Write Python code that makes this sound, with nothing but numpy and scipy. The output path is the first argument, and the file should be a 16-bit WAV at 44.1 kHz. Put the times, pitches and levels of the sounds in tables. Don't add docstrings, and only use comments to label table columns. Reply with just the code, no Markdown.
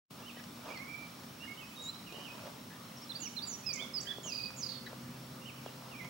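import sys
import numpy as np
from scipy import signal
from scipy.fft import rfft, irfft
from scipy.io import wavfile
from scipy.ndimage import uniform_filter1d, map_coordinates

SR = 44100
rng = np.random.default_rng(int(sys.argv[2]) if len(sys.argv) > 2 else 0)


def waveform_to_disk(signal):
    frames = np.transpose(np.atleast_2d(signal))
    scaled = np.clip(frames, -1, 1) * 32767
    samples = np.round(scaled).astype(np.int16)
    wavfile.write(sys.argv[1], SR, samples)


N = 268569
TIME = np.arange(N) / SR

# frequency in Hz, level in dB.
AIR_SPECTRUM = [(25, -60), (48, -54), (64, -19.5), (80, -14.5), (126, -4.5), (246, -3.5), (359, -14),
                (552, -16), (1340, -14.5), (1660, -20.5), (2700, -20), (4380, -21), (8000, -28),
                (15500, -31.5)]
# frequency in Hz, correlation (1 is mono).
AIR_LIKENESS = [(60, 0.97), (200, 1), (380, 0.74), (700, 0.21), (1290, 0.25), (2400, 0.38), (4400, 0.44),
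                (8000, 0.57), (12000, 1), (15000, 1)]
# centre in Hz, width in Hz, boost in dB.
AIR_HUMPS = [(278, 73, 1.5), (1197, 53, 3.5), (5515, 200, 7), (9870, 210, 3.5)]
# time in seconds, then levels of harmonics 1, 3 and 4 in dB.
ENGINE_LEVELS = [(0, -74, -82, -81), (2.4, -75, -72, -78), (2.9, -60, -74.5, -68), (3.4, -72, -74.5, -79),
                 (3.85, -68, -63, -65), (4.2, -64, -62, -68), (4.5, -62, -72, -64.5),
                 (4.8, -60.5, -75, -63.5), (5.05, -53.5, -66.5, -69.5), (5.5, -55.5, -70, -69.5),
                 (6.09, -56.5, -67.5, -66)]
# multiple of the firing rate, level against harmonic 3 in dB.
ENGINE_WEAK_LINES = [(4.5, -7.5), (5, -19)]
# time in seconds, level in dB.
HUM_LEVELS = [(0.1, -79), (0.27, -55), (1.18, -69.5), (2.21, -65), (2.33, -76), (2.41, -61.5),
              (4.53, -65.5), (5.05, -52), (5.3, -65.5), (6.08, -61.5)]
# middle in seconds, length in seconds, level in dB.
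HOOF_SCUFFS = [(0.21, 0.089, -55.5), (0.694, 0.17, -50), (2.19, 0.16, -57.5), (2.372, 0.22, -57),
               (2.471, .1, -51.5), (3.824, 0.11, -55.5), (4.267, 0.066, -57), (4.917, 0.073, -61),
               (5.877, 0.15, -58), (6.051, 0.048, -57.5)]
# frequency in Hz, level in dB.
SAND_SPECTRUM = [(150, -32), (350, -5), (650, 4), (1100, 1.5), (1600, -9), (3000, -11), (6000, -17),
                 (15000, -41)]
# delay and length in seconds, start, middle and end in Hz, level in dB.
FLICK_NOTES = [(0, 0.048, 2740, 2810, 2780, -53.5), (.038, .062, 2794, 3044, 2130, -45)]
# start in seconds, gain in dB, pitch factor.
FLICK_REPEATS = [(0.217, -1, 0.99), (3.183, 0.5, 0.98), (5.411, -1, 1)]
# time in seconds, pitch in Hz, level in dB.
WARBLE_CURVES = [
    [(0.66, 3020, -57), (0.685, 2520, -50), (0.71, 2270, -46), (0.728, 2388, -43), (0.738, 2480, -56),
     (0.746, 2335, -44), (0.768, 2060, -46), (0.792, 2050, -46), (0.82, 2210, -44), (0.844, 2195, -53),
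     (0.862, 2170, -51), (0.892, 2350, -44.5), (0.945, 2340, -38.5), (0.995, 2332, -52)],
    [(2.06, 3043, -52), (2.102, 2427, -46), (2.124, 2479, -47), (2.14, 3000, -48), (2.255, 3050, -48),
     (2.284, 2555, -46), (2.33, 2540, -48)],
    [(3.635, 2350, -50), (3.663, 2700, -44.5), (3.701, 2410, -39), (3.733, 2366, -47.5), (3.773, 2080, -46),
     (3.813, 2283, -41.5), (3.85, 2130, -51)],
    [(4.235, 3210, -59), (4.243, 3190, -45), (4.337, 2400, -42.5), (4.355, 2698, -66), (4.391, 2470, -41.5),
     (4.47, 2516, -44)],
    [(5.91, 2973, -51), (5.956, 2299, -47), (5.98, 2450, -47), (6.012, 2048, -45), (6.044, 2043, -45.5),
     (6.058, 2240, -48), (6.085, 2180, -50)],
]
# start and length in seconds, start, middle and end in Hz, level in dB.
WARBLER_SLURS = [(0.726, .02, 2400, 2700, 2950, -49), (1.397, 0.078, 2680, 2825, 2840, -46.3),
                 (1.463, 0.096, 2160, 2186, 2245, -47.5), (1.571, 0.041, 2910, 3060, 3000, -45),
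                 (1.604, 0.06, 2735, 2550, 2560, -47.5), (5.663, 0.028, 3430, 2970, 2700, -53)]
# start in seconds, level in dB.
TACK_TICKS = [(.312, -40.5), (.44, -38), (.775, -37), (1.07, -43), (1.236, -41), (2.124, -37.5),
              (4.506, -42.5), (4.733, -45), (5.662, -40), (6.047, -40)]
# start in seconds, length in seconds, level in dB.
CHUCK_CALLS = [(0.361, 0.056, -54.5), (1.424, 0.044, -57), (2.686, 0.093, -60), (4.043, 0.051, -57),
               (4.085, 0.057, -54), (4.859, 0.025, -50), (5.335, 0.027, -63)]
# resonance in Hz, width in Hz, level in dB.
THROAT_RESONANCES = [(1656, 160, 7.5), (1910, 130, 7.5), (3960, 1400, -6.5)]
# start in seconds, level in dB, pitch the thud settles on in Hz.
HOOF_KNOCKS = [(.371, -39.5, 467), (0.592, -40.5, 560), (1.236, -39, 1160), (2.124, -38.5, 400),
               (2.145, -38.5, 503), (2.184, -39.5, 422), (2.476, -42, 900), (4.184, -33.5, 470),
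               (4.261, -39, 660), (4.505, -35, 1213), (4.931, -35, 560), (5.662, -29.5, 600),
               (5.823, -39, 840)]
# start and length in seconds,
# start, middle and end in Hz, level in dB.
CHIP_NOTES = [(0.755, 0.037, 4340, 4350, 4230, -54), (1.812, 0.022, 9050, 7560, 6840, -45),
              (1.827, 0.082, 6950, 7200, 7450, -46), (2.966, 0.022, 5560, 5550, 5500, -52),
              (3.013, 0.034, 5800, 5320, 5760, -52.5), (4.859, 0.021, 4100, 3980, 3900, -50.5)]
# time in seconds, pitch in Hz, level in dB.
WHISTLE_CURVE = [(1.757, 3800, -66), (1.768, 3828, -52.5), (1.79, 3730, -52), (1.81, 3830, -45.5),
                 (1.874, 3790, -44.5), (1.898, 4064, -40.5), (1.912, 4060, -60)]
# delay and length in seconds, start, middle and end in Hz, level in dB.
SWEEP_NOTES = [(0, .038, 4110, 4100, 3400, -41), (.056, 0.035, 4400, 4745, 4680, -38.7),
               (.097, .107, 7600, 6350, 5650, -40)]
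SPIKE_NOTES = [(.002, .065, 5224, 4950, 4510, -37.5), (.071, .024, 5300, 6600, 8400, -39),
               (.095, .017, 8300, 6650, 5400, -43), (.126, .08, 2880, 3505, 3190, -44)]
# start in seconds, gain in dB, pitch factor.
SWEEP_REPEATS = [(3.09, -4.5, 0.98), (3.362, -0.5, 0.99)]
SPIKE_REPEATS = [(3.656, -0.18, 1.005), (3.93, 0, .995)]
# share of the length, pitch in Hz, level in dB, buzz depth in Hz.
SLIDE_CURVE = [(0, 7400, -6, 450), (.25, 7200, -2.5, 450), (.48, 6750, -0.5, 281), (.68, 6100, -2.5, 111),
               (.87, 5400, -1, 60), (1, 4400, -2, 40)]
# start and length in seconds, level in dB, pitch factor.
SLIDE_REPEATS = [(4.23, .081, -40, 0.98), (4.561, 0.077, -41, 0.99)]
# first crest and period in seconds, level in dB,
# pitch the crests settle on in Hz, fade per crest in dB.
SONG_TRILLS = [(4.3282, .0271, -33.6, 4820, .85), (4.6382, .0288, -34.6, 4470, 3.1)]
# start and length in seconds, start, middle and end in Hz, level in dB, buzz depth in Hz.
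CLOSING_NOTES = [(4.68, .1, 4300, 3950, 3350, -51.5, 600), (4.7, .09, 4560, 4510, 4450, -51, 60)]
# time in seconds, gain in dB.
FADE_IN = [(0, -60), (.08, -52), (.1, -28), (.107, 0)]


def gain_of(db):
    return 10 ** (np.asarray(db) / 20)


def unit_rms(x):
    return x / np.sqrt(np.mean(x ** 2) + 1e-20)


def spectrum_at(points, hz):
    f, value = np.transpose(points)
    return np.interp(np.log(hz + 1), np.log(f + 1), value)


def add(mix, s, sound):
    part = mix[max(round(s * SR), 0):][:len(sound)]
    part += sound[:len(part)]


def filtered(x, gain):
    return irfft(rfft(x) * gain(np.fft.rfftfreq(x.shape[-1], 1 / SR)), x.shape[-1])


def wander(hz):
    knots = rng.standard_normal(4096)
    return map_coordinates(knots, [TIME[::32] * hz], order=3, mode="wrap").repeat(32)[:N]


def outdoors(x, left_db, left_lag_ms, near_db, trees_db, t60, slap_s=0.1, slap_db=-22):
    t = np.arange(SR) / SR
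    taps = rng.choice([-1., 1.], (3, 2, SR)) * (rng.random((3, 2, SR)) < [[[1/4]], [[1/20]], [[1/20]]])
    near = taps[0] * np.exp(-t / .003)
    trees = taps[1] * gain_of(-60 * t / t60) * (1 - np.exp(-t / 0.0033))
    slap = taps[2] * (t > slap_s) * np.exp(-abs(t - slap_s) / 0.0065)
    echo = sum(gain_of(db) * path / np.linalg.norm(path, axis=1, keepdims=True)
               for path, db in [(near, near_db), (trees, trees_db), (slap, slap_db)])
    left = map_coordinates(x, [np.arange(N) - left_lag_ms * SR / 1000], order=3)
    pan = gain_of([[min(left_db, 0)], [min(-left_db, 0)]])
    return pan * np.array([left, x]) + pan ** .75 * signal.oaconvolve(x[None], echo, axes=1)[:, :N]


def air(level_db=-50.5, patchy_db=1.2, swell_db=0.62):
    frames, hz = N // 512 + 5, np.fft.rfftfreq(2048, 1 / SR)
    a, b, c, d, patches = rng.standard_normal((5, frames, len(hz)))
    patches = unit_rms(uniform_filter1d(uniform_filter1d(patches, size=7, axis=0), size=18, axis=1))
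    swell = np.interp(np.linspace(0, TIME[-1], frames), TIME, wander(3.8))[:, None]
    likeness = spectrum_at(AIR_LIKENESS, hz)
    left = a + 1j * b
    right = likeness * left + np.sqrt(1 - likeness ** 2) * (c + 1j * d)
    humps_db = sum(db * np.exp(-((hz - f) / width) ** 2) for f, width, db in AIR_HUMPS)
    drift_db = (patchy_db * patches + swell_db * swell * hz / (hz + 400)) / (1 + (hz / 7000) ** 4)
    spectra = np.array([left, right]) * gain_of(spectrum_at(AIR_SPECTRUM, hz) + humps_db + drift_db)
    _, bed = signal.istft(spectra.swapaxes(1, 2), nperseg=2048, noverlap=1536)
    return gain_of(level_db) * unit_rms(bed[:, :N])


def engine(firing_hz=130.24, waver=0.0019, fading_db=1):
    s, *columns = np.transpose(ENGINE_LEVELS)
    first_db, third_db, fourth_db = (np.interp(TIME, s, c) for c in columns)
    turns = np.cumsum(firing_hz * (1 + waver * wander(8))) / SR
    lines = [(1, first_db), (3, third_db), (4, fourth_db)]
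    lines += [(k, third_db + db) for k, db in ENGINE_WEAK_LINES]
    return np.sqrt(2) * sum(gain_of(db + fading_db * wander(3.88)) * np.sin(2 * np.pi * k * turns)
                            for k, db in lines)


def far_hum(hz=238.5, waver=0.012):
    turns = np.cumsum(hz * (1 + waver * wander(12))) / SR
    level = gain_of(np.interp(TIME, *np.transpose(HUM_LEVELS)))
    return np.sqrt(2) * level * np.sin(2 * np.pi * turns)


def hoof_scuffs(grain_db=2.5, grains_per_s=2500, rest_db=-66):
    grains = rng.standard_normal(N) * gain_of(grain_db * np.minimum(rng.exponential(1, N), 4))
    grains *= rng.random(N) < grains_per_s / SR
    crunch = filtered(grains, lambda f: gain_of(spectrum_at(SAND_SPECTRUM, f)) * f / (f + 60))
    level = np.full(N, gain_of(rest_db))
    for s, length, db in HOOF_SCUFFS:
        add(level, s - length / 2, gain_of(db) * np.hanning(round(length * SR)))
    return level * unit_rms(crunch)


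def bird_voice(notes, flutter_db, waver, top_hz=7230, top_db=-13):
    out, flutter, drift = np.zeros(N), unit_rms(wander(140) + wander(45)), wander(260)
    for start, hz, gain in notes:
        unsteady_hz = hz * (1 + waver * np.interp(start + TIME[:len(hz)], TIME, drift))
        strength = gain * np.maximum(1 / np.sqrt(1 + (hz / top_hz) ** 30), gain_of(top_db))
        add(out, start, np.sqrt(2) * strength * np.sin(2 * np.pi * np.cumsum(unsteady_hz) / SR))
    return out * gain_of(flutter_db * flutter)


def note(start, length, start_hz, middle_hz, end_hz, db, buzz_hz=0, buzz_rate=0):
    t = np.arange(0, length, 1 / SR)
    share = t / length
    eased = share - 0.462 * np.sin(2 * np.pi * share) / (2 * np.pi)
    hz = np.polyval(np.polyfit([0, .5, 1], [start_hz, middle_hz, end_hz], 2), eased)
    hz += buzz_hz * (1 - share ** 2) * np.sin(2 * np.pi * buzz_rate * t)
    return start, hz, gain_of(db) * unit_rms(signal.windows.tukey(len(t), 0.38))


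def repeats(syllable, sung):
    notes = [note(*row) for row in syllable]
    return [(s + delay, hz * pitch, gain * gain_of(db))
            for s, db, pitch in sung for delay, hz, gain in notes]


def phrase(curve, fade_s=0.0031):
    s, hz, db = np.transpose(curve)
    t = np.arange(s[0], s[-1], 1 / SR)
    edges = np.clip(np.minimum(t - s[0], s[-1] - t) / fade_s, 0, 1)
    smooth_hz = uniform_filter1d(np.interp(t, s, hz), size=400, mode="nearest")
    return s[0], smooth_hz, edges * gain_of(np.interp(t, s, db))


def warbler(buzz_start_s=2.14, buzz_length_s=0.16, buzz_hz=120, buzz_rate=75):
    turns = np.cumsum(buzz_rate * (1 + .45 * wander(110))) / SR
    buzzing = (TIME > buzz_start_s) & (TIME < buzz_start_s + buzz_length_s)
    buzz = buzz_hz * (np.sin(2 * np.pi * turns) - .5) * buzzing
    notes = [(start, hz + np.interp(start + TIME[:len(hz)], TIME, buzz), gain)
             for start, hz, gain in map(phrase, WARBLE_CURVES)]
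    notes += repeats(FLICK_NOTES, FLICK_REPEATS) + [note(*row) for row in WARBLER_SLURS]
    return bird_voice(notes, flutter_db=1.56, waver=0.011)


def tack_ticks(decay_s=0.0011, band_hz=(900, 6000)):
    out, t = np.zeros(N), np.arange(SR // 100) / SR
    band = signal.butter(2, band_hz, "band", fs=SR, output="sos")
    for s, db in TACK_TICKS:
        click = signal.sosfilt(band, rng.standard_normal(len(t)) * np.exp(-t / decay_s))
        add(out, s, gain_of(db) * click / abs(click).max())
    return out


def chucking_bird(pulse_hz=280):
    turns = np.cumsum(pulse_hz * (1 + 0.14 * wander(200))) / SR
    puffs = np.exp(-(turns % 1) / 0.69) * rng.standard_normal(N)
    voice = filtered(puffs, lambda f: sum(gain_of(db) / (1 + ((f - hz) / width) ** 2) ** 2
                                          for hz, width, db in THROAT_RESONANCES))
    level = np.zeros(N)
    for s, length, db in CHUCK_CALLS:
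        add(level, s, gain_of(db) * signal.windows.tukey(round(length * SR), .6))
    return unit_rms(voice) * level


def hoof_knocks(sag=0.67, decay_cycles=1.24, attack_s=0.00021):
    out, t = np.zeros(N), np.arange(SR // 20) / SR
    attack = 1 - np.exp(-t / attack_s)
    for s, db, hz in HOOF_KNOCKS:
        decay = np.exp(-t * hz / decay_cycles)
        turns = np.cumsum(hz * (1 + sag * (2 * decay - 1) * np.exp(-t / 0.012))) / SR
        add(out, s, -1.31 * gain_of(db) * attack * decay * np.sin(2 * np.pi * turns))
    return out


def chipping_bird():
    notes = [note(*row, buzz_hz=200, buzz_rate=520) for row in CHIP_NOTES]
    return bird_voice(notes, flutter_db=1.0, waver=0.014)


def whistling_bird():
    return bird_voice([phrase(WHISTLE_CURVE)], flutter_db=1.8, waver=0.0029)


def songbird_syllables():
    notes = repeats(SWEEP_NOTES, SWEEP_REPEATS) + repeats(SPIKE_NOTES, SPIKE_REPEATS)
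    return bird_voice(notes, flutter_db=3.0, waver=0.0088)


def slide(s, length, gain_db, pitch, buzz_rate=190, uneven=0.27):
    t = np.arange(0, length, 1 / SR)
    share, *columns = np.transpose(SLIDE_CURVE)
    hz, db, buzz_hz = (np.interp(t / length, share, c) for c in columns)
    buzz = np.sin(2 * np.pi * np.cumsum(buzz_rate * (1 + uneven * wander(300)[:len(t)])) / SR)
    return s, pitch * hz + buzz_hz * buzz, gain_of(gain_db + db) * signal.windows.tukey(len(t), .1)


def trill(s, period, db, settle_hz, fade_db, top_hz=5050, trough_hz=3750, trough_db=-16, count=6):
    swings = np.arange(0, count, 1 / (period * SR)) - .5
    arch = np.cos(np.pi * swings) ** 2
    crest_hz = settle_hz + (top_hz - settle_hz) * np.exp(-np.maximum(swings, 0) / 1.5)
    hz = trough_hz + (crest_hz - trough_hz) * arch ** 0.56
    opening = .5 + .5 * np.tanh(12 * (arch - .55))
    return s - period / 2, hz, gain_of(db - fade_db * swings + trough_db * (1 - opening))


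def songbird_ending():
    notes = [slide(*row) for row in SLIDE_REPEATS] + [trill(*row) for row in SONG_TRILLS]
    notes += [note(*row, buzz_rate=130) for row in CLOSING_NOTES]
    return bird_voice(notes, flutter_db=1.5, waver=0.0118)


def scene():
    mix = air() + engine() + far_hum()
    mix += outdoors(hoof_scuffs() + tack_ticks(), left_db=-1, left_lag_ms=0.0051,
                    near_db=-4, trees_db=-4, t60=0.51)
    mix += gain_of(-3) * outdoors(warbler(), left_db=-10.5, left_lag_ms=0.02,
                                  near_db=-7.5, trees_db=-5, t60=0.6, slap_s=0.096, slap_db=-10.5)
    mix += gain_of(2.5) * outdoors(chucking_bird(), left_db=3.5, left_lag_ms=0.0055,
                                   near_db=-7, trees_db=-5.5, t60=0.23)
    mix += gain_of(-0.7) * outdoors(hoof_knocks(), left_db=2, left_lag_ms=-0.01,
                                    near_db=-12, trees_db=-9, t60=0.24)
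    mix += gain_of(-1.7) * outdoors(chipping_bird(), left_db=4.5, left_lag_ms=0.005,
                                    near_db=-7, trees_db=-5.5, t60=0.12)
    mix += gain_of(1.5) * outdoors(whistling_bird(), left_db=-5.5, left_lag_ms=0.011,
                                   near_db=-19, trees_db=-10.5, t60=1.5, slap_s=0.06, slap_db=-10)
    mix += gain_of(-0.94) * outdoors(songbird_syllables(), left_db=-10.5, left_lag_ms=0.037,
                                     near_db=-7, trees_db=-5, t60=0.5, slap_s=0.052, slap_db=-20)
    mix += gain_of(-1.5) * outdoors(songbird_ending(), left_db=-10.5, left_lag_ms=0.032,
                                    near_db=-5.5, trees_db=-3.5, t60=0.44, slap_s=0.065, slap_db=-21)
    return mix


def record(dry, whine_hz=15734, whine_db=-67, unsteady=.4, cutoff_hz=15950):
    whine = gain_of(whine_db) * np.sqrt(2) * np.sin(2 * np.pi * whine_hz * TIME)
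    whine *= 1 + unsteady * wander(550)
    opened = (dry + whine) * gain_of(np.interp(TIME, *np.transpose(FADE_IN)))
    lowpass = signal.firwin(1023, cutoff_hz, window=("kaiser", 9), fs=SR)
    return signal.oaconvolve(opened, lowpass[None], "same")


dry = scene()
out = record(dry)
waveform_to_disk(out)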